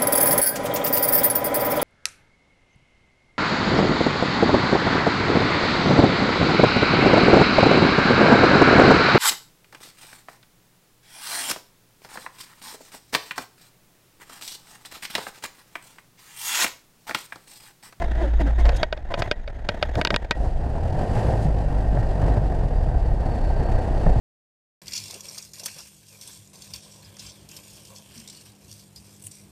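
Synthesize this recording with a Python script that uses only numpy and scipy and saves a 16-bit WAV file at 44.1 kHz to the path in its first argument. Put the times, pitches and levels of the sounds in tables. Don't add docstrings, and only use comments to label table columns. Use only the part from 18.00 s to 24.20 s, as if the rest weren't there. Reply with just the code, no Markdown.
import sys
import numpy as np
from scipy import signal
from scipy.fft import rfft, irfft, next_fast_len
from scipy.io import wavfile
from scipy.ndimage import uniform_filter1d, minimum_filter1d, map_coordinates

SR = 44100
rng = np.random.default_rng(int(sys.argv[2]) if len(sys.argv) > 2 else 0)


def inscribe(sig):
    pcm = np.round(np.clip(np.atleast_2d(sig).T, -1, 1) * 32767)
    wavfile.write(sys.argv[1], SR, pcm.astype(np.int16))


N = 273420


def amp(db):
    return 10 ** (np.asarray(db) / 20)


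def unit(x):
    return x / np.sqrt(np.mean(x ** 2) + 1e-20)


def clock():
    return np.arange(N) / SR


def ramp(start, seconds):
    return np.clip((clock() - start) / seconds, 0, 1)


def decay(t, t60):
    return amp(-60 * t / t60)


def curves(rows):
    times, *columns = np.transpose(rows)
    return [np.interp(clock(), times, column) for column in columns]


def swells(rows):
    return sum(amp(db) * np.exp(-((clock() - s) / half) ** 2) for s, half, db in rows)


def wobble(rate):
    return map_coordinates(rng.standard_normal(int(N * rate / SR) + 4), [clock() * rate])


def coloured(x, points):
    size = 2 * next_fast_len(len(x) // 2 + 4096)
    point_hz, db = np.transpose(points)
    hz = np.fft.rfftfreq(size, 1 / SR)
    log_gain = np.log(amp(np.interp(np.log(hz + 1), np.log(point_hz), db)))
    cepstrum = irfft(log_gain)
    cepstrum[1:size // 2] *= 2
    cepstrum[size // 2 + 1:] = 0
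    return irfft(rfft(x, size) * np.exp(rfft(cepstrum)), size)[:len(x)]


def noise(points, gate=1):
    return unit(coloured(gate * rng.standard_normal(N), points))


def narrow(hz, width_hz):
    phase = 2 * np.pi * np.cumsum(hz * np.ones(N)) / SR
    return unit(wobble(width_hz) * np.cos(phase) + wobble(width_hz) * np.sin(phase))


def pulling(until_s=0.698, fade_s=0.18):
    return 1 - ramp(until_s, fade_s)


def running(catch_s=2.36):
    return np.clip((clock() - catch_s) / 0.022 + .5, 0, 1)


# centre t/s, half length/s, level/dB
AIRFRAME_LURCHES = [(.68, 0.08, -20), (5.05, 0.16, -25.5), (5.75, 0.046, -26), (6.11, 0.074, -16.5)]

def airframe(crank_db=-24, stumble_db=-32, run_db=-26):
    stumbling = 1 - pulling() - running()
    shake = amp(crank_db) * pulling() + amp(stumble_db) * stumbling + amp(run_db) * running()
    rumble = noise([(10, -13.5), (24, 2.0), (34, -7.5), (60, -4.5), (230, -120)])
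    return (shake + swells(AIRFRAME_LURCHES)) * rumble


def cabin_boom(mode_hz=54.97, boom_db=-19, murmur_db=-39, kick_s=1.72, kick_db=-32.5):
    tone = np.sqrt(2) * np.sin(2 * np.pi * np.cumsum(mode_hz + 1.39 * wobble(10.33)) / SR)
    swell = amp(boom_db - 10 * (1 - ramp(0, 0.24)))
    murmur = amp(murmur_db) + amp(kick_db) * ramp(kick_s, 0.18)
    return (1 - running()) * (pulling() * swell * tone + murmur * narrow(52, 40))


# t/s, f/Hz, level/dB
INTAKE_WHISTLE = [(4.74, 4835, -68), (5.15, 4400, -70), (5.27, 4480, -61.5), (5.8, 4460, -60.5),
                  (5.83, 4420, -69), (6.05, 4425, -64)]

def intake(width_hz=130, stutter_db=2.0):
    hz, db = curves(INTAKE_WHISTLE)
    stutter = amp(stutter_db * (.4 * wobble(40) + wobble(250)))
    begun = clock() > INTAKE_WHISTLE[0][0]
    return begun * amp(db) * unit(stutter * narrow(hz, width_hz))


# t/s, f/Hz, level/dB
GEAR_GROANS = [(.228, 357.4, -28), (.275, 294.5, -31), (.445, 280, -24.5)]

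def gear_groans(half_s=0.023):
    return sum(swells([(s, half_s, db)]) * np.sin(2 * np.pi * hz * clock() + .5 * wobble(90))
               for s, hz, db in GEAR_GROANS)


# t/s, level/dB
STARTER_DRAG = [(0.0, -37), (0.54, -38), (0.79, -34), (0.87, -44.5), (1.03, -46.5), (1.28, -35),
                (1.35, -46.5), (1.6, -43.5), (1.67, -37.5), (1.98, -37.5), (2.1, -40.5)]
# f/Hz, level/dB relative to the drag
PINION_MODES = [(3310, -26), (3690, -27), (6500, -33), (12000, -47)]

def pinion(bursts_per_s=16, burst_at_s=0.1187, swing_db=4):
    drag_db, = curves(STARTER_DRAG)
    beat = np.cos(2 * np.pi * bursts_per_s * (clock() - burst_at_s))
    bursts = amp(swing_db * beat + 4 * wobble(14) + 3 * wobble(200))
    ring = sum(amp(db + 2 * wobble(20)) * narrow(hz, .11 * hz) for hz, db in PINION_MODES)
    return (1 - running()) * amp(drag_db) * unit(bursts) * ring


# centre t/s, half length/s, level/dB
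LOAD_STROKES = [(.026, 0.02, -22.5), (.225, 0.064, -29), (.41, 0.016, -22.5), (.478, 0.022, -24),
                (.602, 0.023, -30), (.661, 0.012, -22), (.695, 0.013, -22.5), (.81, .015, -29),
                (1.122, 0.021, -31.5), (1.195, 0.028, -28), (1.25, 0.014, -32)]
# t/s, level/dB
PINION_RUBS = [(0.603, -49.5), (0.766, -40), (1.196, -43.5)]
# t/s, f/Hz
TOOTH_RATE = [(0.03, 339), (0.16, 307), (0.22, 343.4), (0.26, 263), (0.41, 332.7), (0.445, 276), (0.5, 258),
              (0.6, 344.2)]
# multiple, relative level/dB
TOOTH_HARMONICS = [(1, -2), (2, 5.5), (3, -3.5), (5, -10.5), (6, -8)]
# f/Hz, relative level/dB
GEAR_SPECTRUM = [(60, -8.5), (100, 10.5), (150, 0), (400, -5), (660, -1.5), (900, -6.5), (1100, -18),
                 (1850, -10.5), (2200, -20), (5000, -36), (7000, -56)]
HISS_SPECTRUM = [(1500, -3), (3600, 13.5), (5000, 11), (7000, 8.5), (10000, 0), (16000, -18)]
THUMP_SPECTRUM = [(12, -40.5), (25, -6), (60, 8), (85, 2), (140, 3), (200, -7.5), (280, -14), (500, -31.5),
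                  (3000, -120)]
# f/Hz, relative level/dB
STEEL_MODES = [(1565, -2.5), (1862, -4)]

def starter(grit_db=3, rattle_db=4.0, grind_db=2, hiss_db=-25, scrape_db=-28.5, steel_db=-30):
    drag_db, = curves(STARTER_DRAG)
    tooth_hz, = curves(TOOTH_RATE)
    growl = swells(LOAD_STROKES)
    scrape = amp(scrape_db) * growl + swells([(s, 0.0093, db) for s, db in PINION_RUBS])
    mesh = np.cumsum(tooth_hz * (1 + .036 * wobble(130))) / SR
    whine = sum(amp(db + 3 * wobble(20)) * np.sin(2 * np.pi * (k * mesh + rng.random()))
                for k, db in TOOTH_HARMONICS)
    grit = amp(grit_db * wobble(140))
    strain = unit(unit(whine * grit) + 1.1 * noise(GEAR_SPECTRUM, grit))
    rattle = amp(rattle_db * wobble(130))
    heave = growl * (0.95 * strain + 0.26 * noise(THUMP_SPECTRUM))
    grind = amp(drag_db + grind_db) * noise(GEAR_SPECTRUM, rattle)
    hiss = scrape * noise(HISS_SPECTRUM, grit) + amp(drag_db + hiss_db) * noise(HISS_SPECTRUM, rattle)
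    ring = sum(amp(db) * narrow(hz, 60) for hz, db in STEEL_MODES)
    steel = amp(drag_db + steel_db) * unit(rattle) * ring
    return (1 - running()) * (heave + grind + hiss + steel)


# centre t/s, half length/s, level/dB
WEAK_FIRINGS = [(1.988, 0.02, -23.5), (2.137, 0.028, -29), (2.455, 0.035, -33)]
# f/Hz, relative level/dB
RASP_SPECTRUM = [(90, -18.5), (220, 2.5), (400, 1), (740, 4), (900, -3.5), (1080, -13), (1300, -17),
                 (1850, -15), (2200, -27.5), (4000, -57.5)]

def coughs(hiss_db=-25):
    gas = noise(RASP_SPECTRUM) + 1.6 * noise(THUMP_SPECTRUM) + amp(hiss_db) * noise(HISS_SPECTRUM)
    return swells(WEAK_FIRINGS) * gas


# multiple of firing rate, run-up level/dB, settled level/dB
BLADE_TONES = [(1, -33, -18), (2, -21, -26), (3, -31, -27)]

def propeller(firing_hz, cycle, settle_s=3.38, settle_takes_s=0.1296, cabin_hz=45, db_per_octave=4.5):
    settled = ramp(settle_s - settle_takes_s / 2, settle_takes_s)
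    tones = 0
    for k, early_db, late_db in BLADE_TONES:
        tone_db = early_db + (late_db - early_db) * settled
        cabin_db = -db_per_octave * np.abs(np.log2(k * firing_hz / cabin_hz))
        tones += amp(tone_db + cabin_db) * np.sin(2 * np.pi * k * cycle)
    return tones * amp(1.5 * wobble(14))


# t/s, thud level/dB, clap level/dB
HARD_BURNS = [(3.165, -11.5, -21), (3.451, -10, -25), (3.972, -24, -20), (3.988, -11.5, -27),
              (4.228, -15.5, -22), (4.28, -30, -17.5), (4.308, -14, -27), (4.369, -12, -21),
              (4.873, -16, -29), (5.75, -13, -32), (6.062, -10.5, -15.5), (6.16, -9, -26)]

def hard_firings(thud_hz=125, thud_t60=0.11, clap_t60=0.06):
    out, t = np.zeros(N + SR), np.arange(SR // 5) / SR
    for s, thud_db, clap_db in HARD_BURNS:
        hz = thud_hz * np.exp(0.12 * rng.standard_normal())
        thud = decay(t, thud_t60) * np.sin(2 * np.pi * hz * t) * (1 - np.exp(-t / 0.0017))
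        clap = coloured(rng.standard_normal(len(t)) * decay(t, clap_t60), RASP_SPECTRUM)
        out[round(s * SR):][:len(t)] += amp(thud_db) * thud + amp(clap_db) * clap / np.abs(clap).max()
    return out[:N]


# (gain_db, knock_db and tick_db offset the three levels)
STUMBLE_POPS = [(0.654, -26.5, -4, -19), (0.692, -20, -8, -23), (0.731, -37.5, 8, -36),
                (0.8306, -10.5, -8, -28), (0.926, -19, -5.5, -32), (0.9749, -35.5, -3, -38),
                (1.1401, -18.5, -6.5, -41), (1.221, -15, -9, -42), (1.3129, -7, -10, -26),
                (1.4763, -30.5, -3.5, -36), (1.6885, -14, -9.5, -22.5), (1.8263, -12, -5.5, -24),
                (1.954, -25.5, -7, -14), (2.0136, -12.5, -9, -23), (2.0496, -5.5, -35, -13.5),
                (2.072, -12.5, -10, -26), (2.1046, -11.5, -11, -26), (2.1424, -11.5, -12, -32),
                (2.162, -5, -24, -20.5), (2.3095, 2.5, -16, -13.5)]
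# f/Hz, relative level/dB, t60/s
COWLING_MODES = [(945, -9.5, 0.044), (1290, -0.5, 0.022), (1555, 0, 0.031), (1894, -19, 0.11),
                 (2230, -5.5, 0.026), (2474, -8.5, 0.033), (2860, -6.5, 0.022), (3276, -10, 0.032),
                 (3690, -4, 0.019), (4420, -6, 0.015), (4720, -6, 0.015), (5220, -9.5, 0.012)]
# f/Hz, relative level/dB
CRACK_SPECTRUM = [(100, 7), (300, 4), (650, 8.5), (1000, -2.5), (2500, -0.5), (5100, -12), (11500, -43),
                  (16000, -52)]

def cowling_pops(knock_hz=595, knock_t60=0.05, crack_t60=0.034, recover_s=0.055, shortest=0.26,
                 gain_db=-2, knock_db=4.0, tick_db=8, crack_db=-4.0):
    def struck(x):
        return x / np.std(x[:SR // 250])

    out, t = np.zeros(N + SR), np.arange(SR // 4) / SR
    attack = 1 - np.exp(-t / 0.00057)
    hz, mode_db, t60 = np.transpose(COWLING_MODES)[:, :, None]
    pauses = np.diff([row[0] for row in STUMBLE_POPS], prepend=0)
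    for (s, db, panel_db, treble_db), pause in zip(STUMBLE_POPS, pauses):
        length = 1 - (1 - shortest) * np.exp(-pause / recover_s)
        sizes = amp(mode_db + 2 * rng.standard_normal(hz.shape))
        phases = rng.uniform(0, 2 * np.pi, hz.shape)
        pitches = hz + .5 / t60 * rng.standard_normal(hz.shape)
        ring = np.sum(sizes * decay(t, t60 * length) * np.sin(2 * np.pi * pitches * t + phases), axis=0)
        panel_hz = knock_hz + 25 * rng.standard_normal()
        knock = decay(t, knock_t60 * length) * np.sin(2 * np.pi * panel_hz * t)
        crack = coloured(rng.standard_normal(len(t)) * decay(t, crack_t60 * length), CRACK_SPECTRUM)
        tick = coloured(rng.standard_normal(len(t)) * decay(t, 0.0024), HISS_SPECTRUM)
        snap = struck(ring) + amp(crack_db) * struck(crack) + amp(treble_db + tick_db) * struck(tick)
        pop = struck(snap) + amp(panel_db + knock_db) * struck(knock)
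        out[round(s * SR):][:len(t)] += amp(db + gain_db) * pop * attack
    return out[:N]


# t/s, f/Hz
FIRING_RATE = [(2.55, 25), (2.85, 42.3), (3.3, 56), (3.7, 48.8), (4.0, 49.6), (4.15, 46.3), (4.38, 51.5),
               (4.66, 41.4), (5.0, 35), (5.6, 32)]
# t/s, level/dB
COMBUSTION_EFFORT = [(2.6, -39.5), (2.65, -38), (2.82, -37.5), (3.02, -32), (3.2, -29.5), (3.46, -33.5),
                     (3.48, -37), (4.2, -33.5), (4.27, -33), (4.58, -37.5), (5.2, -36.5), (5.7, -33),
                     (6.2, -32.5)]
CYLINDER_LEVELS = [-4, -4, -2.5, -2.5]
# centre t/s, half length/s, level/dB
GAS_SPITS = [(2.43, 0.083, -59.5), (3.25, 0.23, -56.5), (3.435, 0.019, -50)]
# f/Hz, relative level/dB
AIR_SPECTRUM = [(900, -10.5), (2000, -0.5), (2700, 6), (3300, 0), (4200, -1), (4750, 1), (5400, -4.5),
                (6900, -7.5), (7800, -6), (11000, -15), (15500, -37)]

def engine(idle_effort_db=-34, thump_db=-28.5, rasp_db=-32.5, air_db=-53, steel_db=-55,
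           scatter_db=2, jitter_s=0.0022, lope_db=0.7, blast_cycles=0.69, rasp_floor=0.55):
    firing_hz, = curves(FIRING_RATE)
    push_db = curves(COMBUSTION_EFFORT)[0] - idle_effort_db
    cycle = np.cumsum(firing_hz * running()) / SR
    firing, phase = cycle.astype(int), cycle % 1
    size_error, time_error = rng.standard_normal((512, 2)).T
    sizes = amp(np.resize(CYLINDER_LEVELS, len(size_error)) + scatter_db * size_error)
    starts = np.flatnonzero(np.diff(firing)) + 1
    shifts = (jitter_s * SR * time_error[firing[starts]]).astype(int)
    pulses = np.bincount(np.clip(starts + shifts, 0, N - 1), sizes[firing[starts]], N)
    blast = running() * sizes[firing] * np.exp(-phase / blast_cycles)
    lope = amp(lope_db * wobble(20))
    thump = unit(lope * (unit(coloured(pulses, THUMP_SPECTRUM)) + noise(THUMP_SPECTRUM, blast)))
    rasp = noise(RASP_SPECTRUM, lope ** 2 * (rasp_floor * running() + blast))
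    clatter = amp(1.5 * wobble(110))
    swish = lope * clatter * (1 + 0.18 * np.cos(2 * np.pi * (phase - .25)))
    steel = sum(amp(db + steel_db + push_db) * narrow(hz, 35) for hz, db in STEEL_MODES)
    air = amp(air_db + push_db) * noise(AIR_SPECTRUM, swish)
    sputter = noise(AIR_SPECTRUM, amp(2 * wobble(180)))
    spits = swells(GAS_SPITS) * unit(np.gradient(sputter))
    exhaust = amp(thump_db + 0.55 * push_db) * thump + amp(rasp_db + push_db) * rasp + spits
    return running() * (propeller(firing_hz, cycle) + exhaust + air + steel)


def scene():
    cranking = starter() + cabin_boom() + pinion() + gear_groans()
    combustion = cowling_pops() + coughs() + engine() + hard_firings()
    return (cranking + combustion + intake() + airframe())[None]


def limiter(x, ceiling=.5, release_db_per_s=260):
    excess_db = 20 * np.log10(np.maximum(np.abs(x) / ceiling, 1))
    climb_db = release_db_per_s * clock()
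    cut_db = np.maximum.accumulate(excess_db + climb_db, axis=-1) - climb_db
    gain_db = minimum_filter1d(-cut_db, size=41)
    return x * amp(uniform_filter1d(uniform_filter1d(gain_db, size=21), size=21))


def record(dry):
    lowpass = signal.butter(N=24, Wn=15500, fs=SR, output="sos")
    return signal.sosfilt(lowpass, limiter(dry))


dry = scene()
out = record(dry)
inscribe(out)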